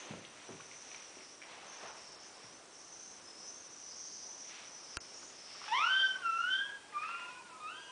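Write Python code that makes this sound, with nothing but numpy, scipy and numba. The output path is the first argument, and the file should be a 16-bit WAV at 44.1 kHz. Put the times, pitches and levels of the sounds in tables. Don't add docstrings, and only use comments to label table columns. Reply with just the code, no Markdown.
import sys
import numpy as np
from scipy import signal
from scipy.fft import rfft, irfft
from scipy.io import wavfile
from scipy.ndimage import uniform_filter1d
from numba import njit

SR = 44100
rng = np.random.default_rng(int(sys.argv[2]) if len(sys.argv) > 2 else 0)


def dump_mix(stems):
    frames = np.atleast_2d(stems).T
    limited = np.clip(frames, -1, 1)
    pcm = np.round(limited * 32767).astype(np.int16)
    wavfile.write(sys.argv[1], SR, pcm)


def to_linear_factor(level_db):
    exponent = np.asarray(level_db, float) / 20
    return 10 ** exponent


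N = 348900


def unit(x):
    return x / np.sqrt(np.mean(x ** 2))


def walk(rate):
    hold = int(SR / rate)
    steps = np.repeat(rng.standard_normal(N // hold + 1), hold)
    return 1.233 * uniform_filter1d(uniform_filter1d(steps, hold), hold)[:N]


def track(table, fade_s=0.0048):
    s, *columns = np.transpose(table)
    t = np.arange(N) / SR
    gate = np.clip(np.minimum(t - s[0], s[-1] + fade_s - t) / fade_s, 0, 1)
    return gate, [np.interp(t, s, column) for column in columns]


@njit
def svf(x, hz, width):
    y, b, l = np.empty(len(x)), 0., 0.
    for i in range(len(x)):
        g, k = np.tan(np.pi * hz[i] / SR), width / hz[i]
        v = (b + g * (x[i] - l)) / (1 + g * (g + k))
        b, l, y[i] = 2 * v - b, l + 2 * g * v, k * v
    return y


def band(x, hz, width_hz):
    hz = hz + np.zeros(len(x))
    return svf(svf(x, hz, 1. * width_hz), hz, 1. * width_hz)


def swells(table):
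    fall_db = 10
    t = np.arange(0, N / SR + .002, .001)
    shapes = []
    for top, rise, fall, *_ in table:
        distance = np.maximum((top - t) / max(rise, .01), (t - top) / max(fall, .01))
        shapes.append(to_linear_factor(-fall_db * distance))
    power = np.array(shapes) ** 2
    return lambda weight: np.interp(np.arange(N) / SR, t, np.asarray(weight) @ power) + 1e-30


# (f/Hz, level/dB)
HISS_SPECTRUM = [(15, -63.5), (25, -17.5), (199, -2.5), (337, 1.5), (412, 1), (478, 1), (872, -2),
                 (1240, -1.5), (1630, -4.5), (2620, -6.5), (3450, -7.5), (5410, -8.5), (9870, -9),
                 (12800, -25), (21700, -120)]


def floor():
    hz, db = np.transpose(HISS_SPECTRUM)
    f = np.arange(N // 2 + 1) * SR / N + 1
    colour = to_linear_factor(np.interp(np.log(f), np.log(hz), db))
    hiss = irfft(rfft(rng.standard_normal(N)) * colour, N)
    return to_linear_factor(-58 + .5 * walk(3.21)) * unit(hiss)


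# (top t/s, rise t/s, fall t/s, centre f/Hz, level/dB)
BIRDS_HIGH = [(0., .1, 0.26, 6160, -56.5), (.51, 0.091, 0.08, 5830, -63), (.66, .03, 0.37, 6080, -60.5),
              (.99, .5, 0.4, 5870, -55.5), (1.32, 0.07, 0.46, 5750, -61.5), (1.72, 0.062, 0.13, 5980, -52),
              (1.87, 0.11, 0.18, 6000, -57.5), (2.27, 0.2, 0.062, 6100, -57.5),
              (2.44, 0.042, 0.13, 5700, -63), (3.06, 0.32, 0.2, 6110, -53.5),
              (3.48, 0.057, 0.47, 5910, -54), (3.9, 0.16, 0.14, 5670, -60.5), (4.05, 0.36, .4, 5960, -49.5),
              (4.25, 0.11, 0.18, 5980, -53.5), (4.43, 0.11, 0.25, 5710, -55),
              (4.97, 0.89, 0.12, 5960, -54.5), (5.18, 0.19, .3, 6150, -57), (5.62, 0.17, 0.38, 5650, -55.5),
              (5.79, 0.33, 0.3, 5620, -58.5), (6.08, 0.12, 0.16, 5660, -58), (6.39, .08, .25, 5760, -57.5),
              (7.31, 0.12, 0.14, 5520, -73.5), (7.89, 0.19, .05, 6100, -65)]
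# (top t/s, rise t/s, fall t/s, centre f/Hz, level/dB)
BIRDS_LOW = [(.9, 0.66, 0.32, 5880, -59), (1.25, .06, 0.12, 5500, -61), (2.07, 0.3, 0.41, 5430, -57.5),
             (2.46, 0.38, 0.13, 5320, -61), (2.75, 0.039, 0.55, 5650, -57.5), (3.26, .1, 0.22, 5420, -66.5),
             (3.39, 0.019, .12, 5480, -56), (3.92, 0.074, 0.072, 5220, -55), (4.2, 0.24, .2, 5040, -56.5),
             (4.4, 0.17, 0.13, 5510, -61), (4.95, 0.21, 0.21, 5260, -54), (5.13, 0.14, 0.28, 5860, -61.5),
             (5.6, 0.7, 0.23, 5240, -58), (5.86, 0.43, 0.07, 5410, -54.5), (6.01, 0.068, .12, 4800, -66.5),
             (6.26, 0.016, 0.22, 5480, -62.5), (7.09, 0.27, 0.026, 5230, -65.5), (7.29, .2, 0.4, 5600, -68)]


def birds(table, width_hz, line_db):
    mix = swells(table)
    *_, centre, db = np.transpose(table)
    power = mix(to_linear_factor(2 * db))
    hz = np.clip(mix(to_linear_factor(2 * db) * centre) / power, 4500, 6500)
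    blur = band(rng.standard_normal(N), hz * (1 + 0.01 * walk(5.5)), width_hz)
    blur = unit(signal.sosfilt(signal.butter(6, 6500, fs=SR, output="sos"), blur))
    line = unit(band(rng.standard_normal(N), hz * (1 + 0.012 * walk(9.7)), 88))
    return np.sqrt(power) * to_linear_factor(1.42 * walk(45)) * (blur + to_linear_factor(line_db + 3.3 * walk(5.4)) * line)


# (top t/s, rise t/s, fall t/s, level/dB, bright over dull level/dB)
RUB = [(0., .1, 0.22, -60.5, 6.5), (.122, 0.28, 0.016, -58.5, 5), (.46, 0.64, 0.59, -63, 2.5),
       (.96, .4, 0.3, -65, 5), (1.186, 0.049, 0.074, -74, 12.5), (1.45, 0.083, .04, -67, 1),
       (1.51, 0.067, 0.41, -56, -0.5), (1.74, 0.081, 0.13, -57, -0.5), (1.87, 0.24, 0.15, -52.5, -5),
       (2.13, .03, .25, -67, -1), (2.45, 0.31, 0.13, -61, -1), (2.6, 0.12, 0.91, -66, -10),
       (3.21, 0.071, .015, -59.5, -6.5), (3.3, 0.046, .02, -66, -3), (4.08, 0.69, .09, -67.5, -2),
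       (4.24, 0.044, 1, -62.5, -13.5), (4.5, 0.032, 0.16, -70, 14.5), (4.6, 0.12, 0.1, -66.5, 14.5),
       (4.94, 0.34, 0.047, -65.5, 2.5), (5.04, 0.073, 0.3, -65.5, 1), (5.228, 0.022, 0.017, -60, -1),
       (5.67, 0.24, 0.36, -59, 7)]
# (top t/s, rise t/s, fall t/s, level/dB, bright over dull level/dB)
RUB_LATE = [(5.8, 0.061, 0.61, -57.5, 1), (6.1, 0.24, 0.15, -62, -14), (6.5, 0.16, .15, -70, 10),
            (6.7, 0.22, 0.33, -65, 0.5), (7.03, 0.18, 0.12, -73, 12.5), (7.1, 0.11, .15, -65.5, 8.5),
            (7.2, .1, 0.12, -67, 8), (7.3, 0.14, 0.14, -61.5, 1.5), (7.7, .5, 0.61, -65.5, -3)]


def fibre_snaps():
    size_db = np.minimum(2.7 * rng.exponential(size=N), 14)
    return rng.standard_normal(N) * to_linear_factor(size_db) * to_linear_factor(1.45 * walk(25))


def rub():
    strokes = RUB + RUB_LATE
    dull = unit(band(fibre_snaps(), 780, 1000))
    bright = unit(band(fibre_snaps(), 2340, 3000))
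    mix = swells(strokes)
    *_, db, bright_db = np.transpose(strokes)
    return np.sqrt(mix(to_linear_factor(2 * db))) * dull + np.sqrt(mix(to_linear_factor(2 * (db + bright_db)))) * bright


# (t/s, peak level/dB, ring f/Hz, tail t60/s)
BOARDS = [
    (.01, -52, 350, 0.96),
    (.108, -53, 138, 0.24),
    (.49, -54.5, 132, 0.56),
    (1.172, -49, 393, 0.06),
    (1.83, -50, 121, 0.076),
    (2.44, -58, 109, 0.13),
]
# (t/s, peak level/dB, ring f/Hz, tail t60/s)
THUMPS = [
    (0.104, -39, 180, 0.24),
    (0.134, -39, 574, 0.083),
    (0.4885, -36, 347, 0.084),
    (0.505, -45, 242, 0.13),
    (.503, -44, 477, .04),
    (1.169, -43.5, 380, 0.057),
    (1.828, -47, 580, 0.17),
]
# (t/s, peak level/dB, ring f/Hz, tail t60/s)
TICKS = [(.154, -45, 2270, .03), (.2414, -41, 2150, 0.028), (.2503, -36.5, 2900, 0.049),
         (.4698, -45.5, 2780, .03), (.5222, -44, 2330, .03), (.7138, -39.5, 2300, .05),
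         (.733, -44, 2300, .05), (.9158, -38, 2300, .04), (.9457, -35, 2330, .06), (1.0246, -49, 2360, .03),
         (1.1548, -44, 2430, .03), (1.1867, -44, 2350, .03), (1.2072, -41, 2250, 0.045),
         (1.2296, -44, 2350, .03), (1.418, -36, 2240, .025), (1.4245, -37.5, 2300, .025),
         (1.436, -36.5, 2330, .05), (2.0896, -51, 1100, .03), (2.4394, -46, 2000, .06),
         (5.2294, -46.5, 1270, .047), (5.5513, -43.5, 1240, 0.12), (5.6156, -36, 1200, .12),
         (5.6645, -41, 1800, .05), (5.64, -43, 1250, .05), (5.6795, -32.5, 1300, 0.089),
         (5.686, -35, 2600, 0.055), (.6, -41, 1100, .02), (.6045, -38.5, 1450, 0.028),
         (.608, -40, 2600, 0.022), (6.9257, -44, 1900, .05), (7.033, -34.5, 1780, 0.14),
         (7.09, -32, 1138, 0.11), (7.1492, -41, 1900, .06), (7.195, -35, 1900, .08),
         (7.2534, -41, 1900, .06)]


def hits(table, q, tail_db, spread):
    out, t = np.zeros(N + SR), np.arange(SR // 2) / SR
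    for s, db, hz, t60 in table:
        ring = np.sin(2 * np.pi * hz * t) * np.exp(-np.pi * hz * t / q)
        ring *= np.clip(hz * t, 0, 1)
        tail = unit(band(rng.standard_normal(len(t)), hz, spread * hz))
        tail *= np.exp(-np.log(1000) * t / t60)
        i = int(s * SR)
        out[i:i + len(t)] += to_linear_factor(db) * (ring + to_linear_factor(tail_db) * tail)
    return out[:N]


def room(x):
    t60_s, treble_damping = 0.53, 0.55
    t = np.arange(SR) / SR
    noise = rng.standard_normal(SR)
    low = signal.sosfilt(signal.butter(1, 3000, fs=SR, output="sos"), noise)
    fall = np.log(1000) * t / t60_s
    tail = low * np.exp(-fall) + (noise - low) * np.exp(-fall * (1 + treble_damping))
    tail *= np.clip(t / 0.0085, 0, 1)
    return signal.fftconvolve(x, tail / np.sqrt(np.sum(tail ** 2)))[:N]


# (from t/s, to t/s, start f/Hz, end
# f/Hz, level/dB)
WHISTLES = [(0.422, 0.63, 5840, 6050, -64), (0.727, 1.053, 6010, 5900, -60), (1.2, 1.3, 5160, 5100, -67),
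            (1.663, 1.8, 6000, 6250, -63), (2.893, 3.158, 6080, 6240, -57.5),
            (3.227, 3.505, 5200, 5230, -58), (3.354, 3.43, 5500, 5700, -62), (3.42, 3.615, 5880, 6400, -56),
            (3.83, 3.95, 5780, 6160, -54), (3.945, 4.193, 6360, 6370, -57), (5.046, 5.196, 5450, 5500, -61),
            (5.13, 5.318, 6730, 6780, -62), (7.794, 7.91, 2860, 2900, -60.5)]
# (from t/s, to t/s, start f/Hz, end f/Hz, level/dB)
SIDE_TONES = [
    (7.1, 7.22, 2400, 2520, -55),
    (7.22, 7.39, 2620, 2500, -59.5),
    (7.485, 7.51, 2610, 2600, -62),
    (7.72, 7.9, 4550, 4820, -67),
    (6.14, 6.22, 1170, 1110, -59.5),
    (2.4, 2.56, 5500, 6050, -62),
    (2.6, 2.26, 5950, 6250, -56),
]


def whistles(table):
    out = 0
    for t0, t1, hz0, hz1, db in table:
        gate, (hz,) = track([(t0, hz0), (t1, hz1)], fade_s=.03)
        out = out + gate * to_linear_factor(db) * unit(band(rng.standard_normal(N), hz, 130))
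    return out


# (f/Hz, level/dB, t60/s)
SHELL = [(70, -37, .04), (350, -37, .016), (700, -42, .014), (1000, -39, .02), (1380, -33, .035),
         (1620, -34, .02), (2600, -29, .008), (3150, -34, .01), (3900, -37, .011), (4500, -33, .011),
         (5200, -37, .007), (5850, -31, .008), (7300, -36, .006), (8200, -33, .006), (9400, -32, .005)]


def click():
    t = np.clip(np.arange(N) / SR - 4.9697, 0, 1)
    out = np.zeros(N)
    for k, (hz, db, t60) in enumerate(SHELL):
        out += (-1) ** k * to_linear_factor(db) * np.sin(2 * np.pi * hz * t) * np.exp(-np.log(1000) * t / t60)
    return out


def fold(hz, jitter):
    smooth_hz = uniform_filter1d(hz, size=600)
    return 2 * np.pi * np.cumsum(smooth_hz * (1 + jitter * walk(40))) / SR


# (t/s, pitch f/Hz, effort level/dB, mouth opening level/dB)
WHINE = [
    [(5.68, 850, -45, 4), (5.714, 856, -40.5, -3), (5.726, 914, -33, -2), (5.75, 1026, -32.5, 2.5),
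     (5.775, 1108, -38, 5.5), (5.81, 1235, -33, -3), (5.85, 1404, -32.5, -6), (5.885, 1485, -40, -0.5),
     (5.9, 1521, -31.5, -4)],
    [(5.94, 1546, -36.5, -0.5), (6.005, 1565, -32.5, 1), (6.028, 1551, -33, -6), (6.045, 1553, -34, 0),
     (6.07, 1537, -37.5, -5), (6.09, 1531, -52, 1), (6.13, 1525, -48, 1), (6.16, 1512, -35.5, -23),
     (6.21, 1492, -61, -7)],
    [(6.24, 1387, -38.5, -12), (6.275, 1352, -36, -8), (6.295, 1327, -35, -13), (6.33, 1337, -34, -9.5),
     (6.38, 1373, -41, -4), (6.405, 1391, -35, -8), (6.452, 1445, -42.5, -4), (6.495, 1509, -28, -15.5),
     (6.515, 1530, -43.5, 4)],
    [(6.545, 1560, -35.5, 0), (6.57, 1586, -41.5, 0), (6.61, 1601, -36.5, -9), (6.66, 1639, -43.5, -4.5),
     (6.7, 1658, -47.5, -17), (6.755, 1639, -46, -22), (6.785, 1622, -72, -10), (6.86, 1636, -58, -16),
     (6.92, 1636, -81, -4)],
]
# (t/s, pitch f/Hz, effort level/dB, mouth opening level/dB)
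WHIMPER = [
    [(6.92, 1252, -64, -13), (6.945, 1195, -46, 0), (6.97, 1185, -36, -7), (7.005, 1217, -49, 5.5),
     (7.035, 1253, -37.5, -4.5), (7.06, 1326, -56.5, 5), (7.1, 1363, -45, -3)],
    [(7.135, 1390, -51, 0), (7.21, 1395, -48, -1), (7.27, 1410, -54, -10), (7.3, 1462, -57, -8),
     (7.34, 1458, -68, -5), (7.37, 1466, -53, -15), (7.41, 1455, -75, -12), (7.47, 1435, -57.5, -14)],
    [(7.5, 1349, -63, -4), (7.53, 1306, -57, -10), (7.57, 1258, -58, -15)],
    [(7.6, 1228, -51.5, -5), (7.66, 1233, -42.5, -11), (7.69, 1336, -51.5, 4), (7.72, 1480, -52.5, -6),
     (7.78, 1598, -56, 1), (7.84, 1623, -58.5, 1), (7.91, 1566, -59, -8)],
]
OVERTONES = [-2, -10.5, -15]
# (f/Hz, level/dB)
SNOUT = [(1700, -6.5), (2100, -6), (2650, -0.5), (3080, 1.5), (3500, 1), (4100, -10.5), (4700, -14),
         (6500, -23)]


def whine(notes, flutter_db, press_db):
    relax_db_per_s = 6
    gate, (hz, db, open_db) = track(sum(notes, []))
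    phase = fold(hz, 0.00324)
    snout_hz, snout_db = np.transpose(SNOUT)
    age_s = np.clip(np.arange(N) / SR - notes[0][0][0], 0, None)
    partial_dbs = [db]
    for k, tilt_db in enumerate(OVERTONES, 2):
        pressed_db = (press_db - relax_db_per_s * age_s) * (k - 2)
        shaped_db = np.interp(np.log(k * hz), np.log(snout_hz), snout_db)
        partial_dbs.append(db + open_db + tilt_db + pressed_db + shaped_db)
    flutter = to_linear_factor(flutter_db) * unit(band(rng.standard_normal(N), 200, 290))
    lines = 0
    for k, partial_db in enumerate(partial_dbs, 1):
        lines = lines + to_linear_factor(partial_db + 1.6 * walk(35)) * np.sin(k * phase)
    strain = np.clip((hz - 1450) / 100, 0, 1)
    rasp = to_linear_factor(-13 + partial_dbs[1]) * strain * unit(band(rng.standard_normal(N), 3450, 280))
    return gate * (np.sqrt(2) * (1 + flutter) * lines + rasp), gate * np.sin(phase)


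# (delay t/s, level/dB)
EARLY = [
    (.0041, -20.5),
    (0.011, -23.5),
    (0.0195, -11.5),
    (.029, -14),
]


def early(x):
    out = x.copy()
    for delay, db in EARLY:
        out[int(delay * SR):] += to_linear_factor(db) * x[:N - int(delay * SR)]
    return out


# (f/Hz, width f/Hz, level/dB)
STANDING = [
    (1195, 7, 2),
    (2400, 12, -2),
]


def standing_waves(x):
    return sum(to_linear_factor(db) * svf(x, hz + np.zeros(N), 1. * width) for hz, width, db in STANDING)


# (t/s, pitch f/Hz,
# level/dB)
UNDERTONE = [
    [(6.63, 1050, -61.5), (6.68, 952, -55), (6.72, 920, -65), (6.77, 885, -67), (6.83, 840, -68),
     (6.9, 852, -57), (6.95, 874, -61)],
    [(7.05, 1200, -49), (7.1, 1195, -49), (7.15, 1184, -53)],
    [(7.13, 1070, -53), (7.185, 1008, -56), (7.21, 991, -58), (7.25, 1005, -50), (7.31, 999, -51),
     (7.345, 1041, -55), (7.4, 955, -56), (7.47, 945, -55)],
    [(7.49, 1000, -57), (7.53, 1020, -56), (7.58, 1042, -56.5), (7.61, 1040, -71)],
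    [(7.74, 990, -59), (7.79, 980, -64), (7.82, 993, -57), (7.86, 974, -58), (7.91, 1040, -56.5)],
]


def undertone(upper, sum_db):
    out = 0
    for note in UNDERTONE:
        gate, (hz, db) = track(note)
        tone = gate * to_linear_factor(db + 4 * walk(60)) * np.sqrt(2) * np.sin(fold(hz, .024))
        out = out + tone + to_linear_factor(sum_db) * band(tone * upper, 3000, 1200)
    return out


def scene():
    song = whistles(WHISTLES)
    outside = birds(BIRDS_HIGH, 1000, -7.0) + birds(BIRDS_LOW, 1200, -7.5) + song
    paws = hits(THUMPS, 4.7, -10.0, 2.0) + hits(BOARDS, 1.0, -5.0, 1.0)
    claws = hits(TICKS, 8, -15, .7)

    *middle, final = WHIMPER
    first, upper1 = whine(WHINE, -24, 1.6)
    later, upper2 = whine(middle, -19.5, -14)
    last, upper3 = whine([final], -28, 4)
    voice = first + later + last
    low = undertone(upper1 + upper2 + upper3, 2.2)

    sends = to_linear_factor(-4.5) * voice + to_linear_factor(-5.5) * low + to_linear_factor(-3) * paws + to_linear_factor(-6.5) * claws + to_linear_factor(-16.0) * song
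    dog = to_linear_factor(-1.0) * early(voice) + standing_waves(voice) + to_linear_factor(-6.5) * low + whistles(SIDE_TONES)
    indoor = dog + paws + claws + rub() + room(sends) + outside
    thin = signal.sosfilt(signal.butter(2, 55, "high", fs=SR, output="sos"), indoor)
    return (thin + click() + floor())[None]


# (middle t/s, half length t/s, number of bands muted)
SHORT_SPELLS = [
    (.25, .05, 16),
    (1.75, .06, 34),
    (1.9, .05, 34),
    (2.17, .08, 56),
    (2.63, .04, 12),
    (3.69, .012, 18),
]


def treble_holes():
    holes_per_s, longest_s = 45, .012
    times = [.05 + 7.7 * rng.random(int(holes_per_s * N / SR))]
    times += [s + half * rng.uniform(-1, 1, n) for s, half, n in SHORT_SPELLS]
    times = np.concatenate(times)
    holes = []
    for s, (f, w, h) in zip(times, rng.random((len(times), 3))):
        low_hz = 5600 + 4300 * f ** 1.5
        holes.append((s, s + longest_s * w ** 3, low_hz, low_hz + 350 + 1100 * h ** 2))
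    return holes


# (from t/s, to t/s, low f/Hz, high f/Hz)
MUTED = [
    (4.9755, 4.98, 4700, 6350),
    (4.979, 5.001, 2750, 6350),
    (4.977, 5.002, 7250, 12000),
    (4.9795, 4.9835, 2750, 12000),
    (4.999, 5.0005, 900, 12000),
]


def mute_bands(x):
    out, size = x.copy(), 4096
    f = np.arange(size // 2 + 1) * SR / size
    for t0, t1, lo, hi in MUTED + treble_holes():
        i = np.arange(size) + int(t0 * SR) - size // 4
        mute = np.clip(np.minimum(i / SR - t0, t1 - i / SR) / .0035 + 1, 0, 1)
        out[:, i] -= mute * irfft(rfft(out[:, i]) * ((f >= lo) & (f < hi)), size)
    return out


def band_limit(x):
    return signal.sosfilt(signal.butter(12, 10020, fs=SR, output="sos"), x)


def record(dry):
    heard = signal.sosfiltfilt(signal.butter(10, 10150, fs=SR, output="sos"), dry)
    mix = mute_bands(heard)
    return band_limit(mix)


dry = scene()
out = record(dry)
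dump_mix(out)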